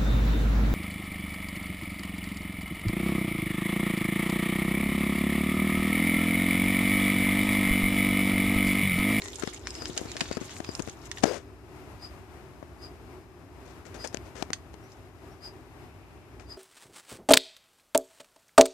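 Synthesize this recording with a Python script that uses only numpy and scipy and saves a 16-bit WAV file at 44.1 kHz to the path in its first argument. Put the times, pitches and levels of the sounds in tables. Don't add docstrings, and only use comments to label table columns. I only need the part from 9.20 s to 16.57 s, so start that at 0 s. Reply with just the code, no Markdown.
import sys
import numpy as np
from scipy import signal
from scipy.fft import rfft, irfft, next_fast_len
from scipy.io import wavfile
from scipy.ndimage import uniform_filter1d, map_coordinates

SR = 44100
rng = np.random.default_rng(int(sys.argv[2]) if len(sys.argv) > 2 else 0)


def file_out(sig):
    cols = np.atleast_2d(sig).T
    lim = np.clip(cols, -1, 1)
    pcm = np.round(lim * 32767).astype(np.int16)
    wavfile.write(sys.argv[1], SR, pcm)


N = 325017
TIME = np.arange(N) / SR

# f/Hz, level/dB
RUSTLE_TONE = [(200, -2), (400, -7), (550, 4), (750, -1.5), (1000, -1), (1600, -1.5), (2600, -0.5),
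               (4000, -0.5), (7000, -0.5), (9000, -7.5), (11000, -13.5), (15000, -21)]
def rustle(slips_per_s=1150, clump_db=3, spread_db=5):
    slipping = rng.random(N) < slips_per_s * from_db(clump_db * drift(60)) / SR
    sizes = from_db(spread_db * np.minimum(rng.exponential(1, N), 3))
    slips = slipping * sizes * rng.choice([-1, 1], N)
    slips = slips * (1 + 1.85 * rng.standard_normal((2, N)))
    pitches = np.geomspace(400, 13000, 20)
    choice = rng.integers(0, len(pitches), N)
    grains = rms_one(sum(resonate(slips * (choice == k), hz, hz / 4) for k, hz in enumerate(pitches)))
    blurred = late_left(grains) + from_db(.5) * echoes(grains, fade_s=.098)
    texture = rms_one(colour(tub(blurred, ring_db=-14), RUSTLE_TONE))
    return scrabbling() * from_db(1) * texture * pan(.73)


# start t/s, length/s, level/dB
BURSTS = [(0.0, 0.38, -48), (0.462, 0.33, -50.5), (0.747, 0.64, -51), (1.447, 0.29, -51),
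          (1.861, 0.012, -48), (1.988, 0.017, -48.5), (5.717, 0.02, -62)]
def scrabbling(attack_s=.023, settle_db=-8, slide_db=-24.5, slide_s=.014):
    power = 0
    for start, length, db in BURSTS:
        feet = gesture(start, length, attack_s, release_s=.0098)
        grass = from_db(settle_db) * gesture(start, length, attack_s, release_s=.099)
        power = power + (from_db(db) * np.maximum(feet, grass)) ** 2
    for s, db, *_ in LOUD_TICKS:
        slide = from_db(db + slide_db) * np.exp(-TIME[:SR // 4] / slide_s)
        add(power, s, slide ** 2)
    return np.sqrt(power)


# t/s, level/dB, brightness/(dB per octave), left minus right/dB, pitch f/Hz, bass cut f/Hz
LOUD_TICKS = [(0.0198, -31, -0.5, -3, 2220, 700), (0.0575, -35, -2.5, 2, 2000, 700),
              (0.0829, -35.5, 2, 3, 2040, 900), (0.1573, -34, 16, -7, 3480, 1500),
              (0.1965, -36.5, 35, -13, 3500, 1500), (0.345, -38, 16, -6, 3600, 1500),
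              (0.471, -26.5, -1, 2, 2370, 587), (0.5054, -33.5, 12, -3, 2800, 1200),
              (0.552, -35.5, 1.5, 0, 2730, 1000), (0.656, -28, 2.5, 3, 1610, 600),
              (0.7768, -21.5, 7.5, -4, 1590, 500), (0.9168, -32.5, -0.5, -3, 3800, 1500),
              (0.9673, -29, 2, 0, 1800, 700), (0.973, -35.5, -3, 1, 2380, 900),
              (0.997, -39, 4, -6, 3900, 1500), (1.0071, -22.5, -1.5, -7, 2560, 436),
              (1.0101, -26, -2.5, 16, 1580, 503), (1.1278, -34, 0, 6, 3730, 1000),
              (1.366, -39.5, -3, 2, 2400, 1200), (1.4459, -35, -4.5, -1, 2620, 696),
              (1.551, -30.5, 11, -7, 2900, 1200), (1.622, -33.5, 17, 3, 3600, 1500),
              (1.6962, -35.5, 4, -3, 3440, 1193), (1.9148, -27.5, 2.5, -3.5, 1830, 800),
              (1.9727, -35, -4, 1, 1850, 700), (1.984, -36.5, -1, 3, 1850, 700),
              (4.874, -36.5, 17, 12, 3050, 1500), (5.332, -20.5, -1, -1, 3400, 1500),
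              (7.197, -48.5, -1, 6, 1280, 900)]
# f/Hz, level/dB
SNAP_TONE = [(200, 20), (800, 3), (1900, 4), (2600, 2.5), (3500, -0.5), (4400, 2), (7400, -1), (9500, -9),
             (12000, -24), (15000, -31)]
def ticks(crack_s=.00079, rise_s=.000076, scatter_s=.0048, gain_db=-3.5):
    out, t = np.zeros((2, N)), TIME[:SR // 20]
    for s, db, brightness, side_db, pitch_hz, cut_hz in LOUD_TICKS + light_ticks():
        noise = rng.choice([-1, 1], (3, len(t)))
        scatter = from_db(-11) * noise[:2] * np.exp(-t / scatter_s)
        crack = (noise[2] * np.exp(-t / crack_s) + scatter) * (1 - np.exp(-t / rise_s))
        ringing = tub(struck_spot(crack, pitch_hz), ring_db=-13)
        tone = [(hz, level + brightness * np.clip(np.log2(hz / 4000), -1, .7)) for hz, level in SNAP_TONE]
        snap = cut(colour(ringing, tone), cut_hz, "high", order=4)
        snap /= np.sqrt(np.mean(snap[:, :SR // 200] ** 2, axis=1, keepdims=True))
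        add(out, s, late_left(snap) * from_db(db + gain_db) * pan(side_db))
    return out + from_db(-15.5) * echoes(out, fade_s=.13)


def light_ticks(per_s=12, pitch_hz=2800, cut_hz=900):
    rows = []
    for start, length, db in BURSTS:
        after = np.cumsum(rng.uniform(.3, 1.7, 16)) / per_s
        strength, tilt, side, place = rng.standard_normal((4, 16))
        levels = db + 3 + 3 * strength
        pitches = pitch_hz * 2 ** (.42 * np.clip(place, -2, 2))
        candidates = np.c_[start + after, levels, 6 * (1 + tilt), 5 * side, pitches, np.full(16, cut_hz)]
        rows += list(candidates[after < length])
    return rows


# start t/s, length/s, level/dB, pitch f/Hz
CLAW_DRAGS = [(0.562, 0.053, -55.5, 2830), (0.868, 0.036, -50.5, 2300), (1.021, 0.075, -48.5, 3570),
              (1.118, 0.048, -47.5, 2560), (1.198, 0.055, -52, 3530), (1.301, 0.042, -51, 3430)]
def scrapes(slips_per_s=320, spread_db=4, slip_s=.00051):
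    out, t = np.zeros((2, N)), TIME[:SR // 5]
    for start, length, db, pitch_hz in CLAW_DRAGS:
        when = np.cumsum(rng.uniform(.3, 1.7, 64)) / slips_per_s
        sizes = from_db(spread_db * rng.standard_normal(len(when)))
        slips = sum(size * (t >= s) * np.exp(-np.abs(t - s) / slip_s)
                    for s, size in zip(when, sizes) if s < length)
        ringing = struck_spot(slips * rng.standard_normal(len(t)), pitch_hz)
        grit = cut(colour(ringing, SNAP_TONE), 1200, "high")
        add(out, start, from_db(db) * rms_one(grit) * np.sqrt(length / t[-1]))
    return late_left(out) + echoes(out, fade_s=.073)


def skid(start_s=.005, length_s=.12, hz=1920, db=-49):
    squeal = rms_one(resonate_twice(rng.standard_normal((2, N)), hz, hz / 10))
    return from_db(db) * arch(start_s, length_s) * squeal


# multiple of its pitch, width/Hz, level/dB
SPOT_NOTES = [(1, 190, 6), (1.85, 380, 7), (3.1, 450, 0)]
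def struck_spot(x, pitch_hz):
    return x + sum(from_db(db) * resonate(x, pitch_hz * ratio, width) for ratio, width, db in SPOT_NOTES)


# f/Hz, width/Hz, level/dB
TUB_NOTES = [(1420, 120, -17), (1830, 34, -12), (3730, 120, 9), (4990, 200, -3), (5240, 83, 6),
             (6840, 790, 6)]
def tub(x, ring_db):
    return x + sum(from_db(ring_db + db) * resonate(x, hz, width) for hz, width, db in TUB_NOTES)


# t/s, thud level/dB, rough pitch f/Hz, grit level/dB, scuff time/s
FINGER_BUMPS = [(0.223, -29, 534, -31.5, 0.0019), (0.2324, -25, 520, -46, 0.0012),
                (0.235, -13.5, 383, -34.5, 0.0023), (0.2741, -19, 286, -33.5, 0.0019),
                (0.62, -25, 470, -38, 0.0023), (0.697, -22, 287, -50, .003),
                (0.814, -18.5, 373, -52, 0.0024), (0.8537, -24, 320, -46, 0.0029),
                (0.956, -24, 437, -49, 0.0018), (1.0151, -16, 286, -42, 0.0027),
                (1.1125, -14, 395, -37, 0.00243), (1.17, -14.5, 375, -37, .001),
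                (1.1746, -21, 392, -40.5, 0.0021), (1.214, -18.5, 294, -44, 0.0046),
                (1.403, -17, 402, -38.5, .0012), (1.49, -17, 342, -40.5, 0.0016),
                (1.594, -17, 373, -35.5, 0.0014), (1.6, -15.5, 334, -39, 0.0021),
                (1.675, -21, 296, -42, 0.0013), (1.684, -25, 350, -41, .003),
                (2.0352, -10.5, 423, -21, 0.0025), (2.0391, 0, 393, -22, 0.0016),
                (2.055, -10.5, 456, -34, 0.0018), (3.427, -24, 500, -59, 0.0024),
                (4.847, -22, 650, -32, .004), (4.945, -14, 477, -30, 0.00089),
                (4.9713, -28, 337, -37, 0.00033), (5.2246, -15, 384, -28.5, 0.0013),
                (5.304, -21, 436, -39, .0007), (5.5408, -29.5, 450, -49, 0.0013)]
# f/Hz, level/dB
SKIN_TONE = [(100, -3), (200, 11.5), (500, 16), (900, 5), (1600, 7), (2600, 1.5), (4000, -2), (6200, 0.5),
             (8500, -7.5), (11000, -17), (15000, -30)]
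def bumps(fade_cycles=.31, ring_hz=1300, grit_gain_db=2.5, judder_db=-10):
    out, t = np.zeros(N), TIME[:SR // 25]
    for s, db, hz, grit_db, scuff_s in FINGER_BUMPS:
        cycles = hz * t * (.6 + .5 * np.exp(-t / .0027))
        fade = np.exp(-cycles / (fade_cycles * rng.uniform(.85, .95)))
        thud = -np.sin(2 * np.pi * cycles) * (1 - np.exp(-cycles / .38)) * fade
        scuff = rng.standard_normal(len(t)) * t * np.exp(-t / scuff_s)
        ring = resonate(scuff, ring_hz * 2 ** rng.uniform(-.73, .42), width=320)
        grit = cut(colour(scuff + from_db(-4) * ring, SKIN_TONE), 680, "high")
        grit /= np.sqrt(np.sum(grit ** 2) / (SR // 150))
        judder = resonate_twice(scuff, hz, hz)
        knock = thud / np.abs(thud).max() + from_db(judder_db) * judder / np.abs(judder).max()
        add(out, s, from_db(db) * knock)
        add(out, s - scuff_s / 2, from_db(grit_db + grit_gain_db) * grit)
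    return cut(out, 115, "high")


# start t/s, length/s, level/dB
FINGER_STROKES = [(0.766, 0.017, -37), (2.026, 0.14, -35.5), (4.455, 0.062, -52.5), (4.654, 0.011, -45),
                  (4.744, 0.007, -40.5), (4.794, 0.024, -51.5), (4.843, 0.0065, -36.5),
                  (4.928, 0.023, -47.5), (5.055, 0.016, -50), (5.154, 0.064, -42), (5.533, 0.0058, -58),
                  (7.198, 0.0072, -47.5)]
def rubbing(gain_db=1, rough_db=2):
    pressure = sum(from_db(db) * gesture(start, length) for start, length, db in FINGER_STROKES)
    roughness = from_db(gain_db + rough_db * drift(350))
    hiss = rms_one(colour(rng.standard_normal(N), SKIN_TONE))
    return cut(pressure * roughness * hiss, 73, "high")


def groan(start_s=2.063, length_s=.084, db=-24, fade_db_per_s=104, start_hz=390, rise_hz_per_s=2300):
    since = np.clip(TIME - start_s, 0, length_s)
    level = gesture(start_s, length_s) * from_db(db - fade_db_per_s * since)
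    hz = (start_hz + rise_hz_per_s * since) * (1 + .15 * drift(600))
    tone = np.sin(2 * np.pi * np.cumsum(hz) / SR) * from_db(3.5 * drift(220))
    rasp = rms_one(resonate(rng.standard_normal(N), hz=400, width=250))
    return level * rms_one(tone + .55 * rasp)


# middle t/s, level/dB
BIRD_CALLS = [(0.617, -43.5), (1.488, -45.5), (2.079, -45), (2.841, -43.5), (3.64, -45.5), (4.832, -44),
              (6.254, -43.5), (7.315, -44)]
# middle t/s, length/s, f/Hz, pitch glide/Hz, level/dB
BIRD_PEEPS = [(0.487, 0.091, 5180, -51, -48), (0.561, 0.044, 5190, -100, -46.5),
              (4.804, 0.043, 4910, -100, -49.5), (4.875, 0.037, 5120, 95, -52),
              (5.648, 0.062, 5800, 700, -66), (6.125, 0.035, 5600, 206, -64.5)]
def bird_notes(length_s=.056, call_hz=4930, glide_hz=-240, lead_hz=4770):
    vary = 1 + .2 * rng.uniform(-.77, 1, (len(BIRD_CALLS), 2))
    calls = [(s, length_s * slow, call_hz, glide_hz * steep, db)
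             for (s, db), (slow, steep) in zip(BIRD_CALLS, vary)]
    leads = [(s - .031, length_s, lead_hz, 0, db - 19) for s, db in BIRD_CALLS]
    return calls + leads + BIRD_PEEPS


def bird(notes, buzz_depth_hz=120, buzzes_per_s=110):
    song = np.zeros(N)
    for s, length, hz, glide_hz, db in notes:
        along = np.linspace(-.5, .5, int(length * SR))
        buzz_cycles = buzzes_per_s * along * length * rng.uniform(.75, 1.16) + rng.random()
        pitch = hz + glide_hz * along + buzz_depth_hz * np.sin(2 * np.pi * buzz_cycles)
        loudness = from_db(db) * np.cos(np.pi * along)
        add(song, s - length / 2, loudness * np.sin(2 * np.pi * np.cumsum(pitch) / SR))
    return (song + from_db(.5) * echoes(song, fade_s=.12)) * pan(3.9)


def background_hiss(notes, gain_db=-3, late_s=.0062):
    swell = sum(from_db(db) * arch(s - length / 2 + late_s, length) for s, length, _, _, db in notes)
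    tone = [(1000, 11), (3000, .5), (5500, 0), (9000, -3.5), (14000, -12)]
    hiss = rms_one(colour(rng.standard_normal((2, N)), tone))
    return from_db(gain_db) * uniform_filter1d(swell, size=2600) * hiss * pan(3.9)


# f/Hz, level/dB
AIR_TONE = [(15, -40), (35, -26), (53, 1.5), (93, 4), (207, -11), (301, -11), (335, -7.5), (373, -18.5),
            (438, -23), (655, -13), (2700, -25.5), (3200, -30.5), (13800, -39.5), (15000, -59)]
# f/Hz, likeness (0 or less: unrelated, 1 or more: the same)
AIR_LIKENESS = [(40, 9), (100, 0.7), (250, 0.4), (600, 2.35), (2000, -0.67), (12000, 0.28)]
# f/Hz, left minus right/dB
AIR_BALANCE = [(60, -2), (200, 3.5), (600, 8.5), (2000, 8), (6000, 4), (14000, -1)]
def air(db=-50):
    hz = np.fft.rfftfreq(N, 1 / SR)
    alike = np.clip(at_hz(AIR_LIKENESS, hz), 0, 1)
    shared, opposed = rfft(rng.standard_normal((2, N)))
    side = np.array([[1], [-1]])
    noise = np.sqrt(1 + alike) * shared + side * np.sqrt(1 - alike) * opposed
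    tone = from_db(at_hz(AIR_TONE, hz) + side * at_hz(AIR_BALANCE, hz) / 2)
    return from_db(db) * rms_one(irfft(noise * tone, N))


# f/Hz, width/Hz, level/dB
FAN_NOTES = [(58.9, 9.1, -60), (267.8, 48, -59.5), (301.6, 21, -59), (367.4, 87, -54), (2560, 200, -81.5),
             (5080, 340, -79.5)]
def fan(gain_db=-2):
    noise = rng.standard_normal(N) + .34 * rng.standard_normal((2, N))
    return sum(from_db(db + gain_db) * rms_one(resonate_twice(noise, hz, width))
               for hz, width, db in FAN_NOTES)


def whirr_swell(start_s=6.4, length_s=.85, hz=2400, db=-67):
    swell = arch(start_s, length_s) * from_db(3 * drift(30))
    return from_db(db) * swell * rms_one(resonate_twice(rng.standard_normal((2, N)), hz, hz / 3))


# t/s, air level/dB, fan level/dB
ROOM_SWELLS = [(0, -1, 6), (.9, 5.5, 7.5), (1.5, 6, 3.5), (2.3, 0, 2), (2.8, 5.5, 2), (3.4, 2, 1.5),
               (4.3, 0.5, 1.5), (4.6, 5, 3.5), (5.6, 1, 0), (6.8, 1.5, -0.5), (7.37, -2, -0.5)]
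def room(waver_db=1.2):
    times, *levels = np.transpose(ROOM_SWELLS)
    air_gain, fan_gain = [from_db(np.interp(TIME, times, db)) for db in levels]
    steady = air()
    swelling = steady + (air_gain - 1) * cut(steady, 130, "high", order=1)
    return (swelling + fan_gain * fan()) * from_db(waver_db * drift(14))


def from_db(db):
    return 10 ** (np.asarray(db) / 20)


def rms_one(x):
    return x / np.sqrt(np.mean(x ** 2) + 1e-20)


def at_hz(points, hz):
    f, value = np.transpose(points)
    return np.interp(np.log(np.maximum(hz, 1)), np.log(f), value)


def colour(x, tone):
    size = 2 * next_fast_len(x.shape[-1] // 2 + 2048)
    cepstrum = irfft(np.log(from_db(at_hz(tone, np.fft.rfftfreq(size, 1 / SR)))))
    fold = np.r_[1, np.full(size // 2 - 1, 2), 1, np.zeros(size // 2 - 1)]
    return irfft(rfft(x, size) * np.exp(rfft(cepstrum * fold)))[..., :x.shape[-1]]


def cut(x, hz, keep, order=2):
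    return signal.sosfilt(signal.butter(order, hz, keep, fs=SR, output="sos"), x)


def resonate(x, hz, width):
    r = np.exp(-np.pi * width / SR)
    feedback = [1, -2 * r * np.cos(2 * np.pi * hz / SR), r * r]
    return signal.lfilter((1 - r * r) / 2 * np.array([1, 0, -1]), feedback, x + 1e-18)


def resonate_twice(x, hz, width):
    return resonate(resonate(x, hz, width), hz, width)


def drift(turns_per_s):
    knots = rng.standard_normal(8192)
    return rms_one(map_coordinates(knots, [TIME * turns_per_s], order=1, mode="wrap"))


def gesture(start, length, attack_s=.0018, release_s=.022):
    before, after = np.maximum(start - TIME, 0), np.maximum(TIME - start - length, 0)
    return np.exp(-before / attack_s - after / release_s) + 1e-9


def arch(start, length):
    return np.sin(np.pi * np.clip((TIME - start) / length, 0, 1))


def pan(db):
    return from_db(np.array([[db], [-db]]) / 2)


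def late_left(x, lag_samples=2):
    return np.array([np.pad(x[0], (lag_samples, 0))[:x.shape[1]], x[1]])


def add(out, s, sound):
    i = max(round(s * SR), 0)
    out[..., i:i + sound.shape[-1]] += sound[..., :N - i]


def echoes(x, fade_s):
    t = TIME[:SR // 2]
    tail = rng.standard_normal((2, len(t))) * from_db(-60 * t / fade_s) * (t > .002)
    return signal.fftconvolve(np.atleast_2d(x), tail / np.sqrt(np.sum(tail ** 2) / 2), axes=1)[:, :N]


def scene():
    scorpions = rustle() + scrapes() + ticks() + skid()
    fingers = bumps() * from_db([[0], [-38]]) + (rubbing() + groan()) * from_db([[0], [-22]])
    notes = bird_notes()
    return scorpions + fingers + bird(notes) + background_hiss(notes) + whirr_swell() + room()


def record(dry, limit=.92, top_hz=14900):
    treble_cut = signal.ellip(10, .2, 70, top_hz, fs=SR, output="sos")
    return signal.sosfilt(treble_cut, np.clip(dry, -limit, limit))


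dry = scene()
out = record(dry)
file_out(out)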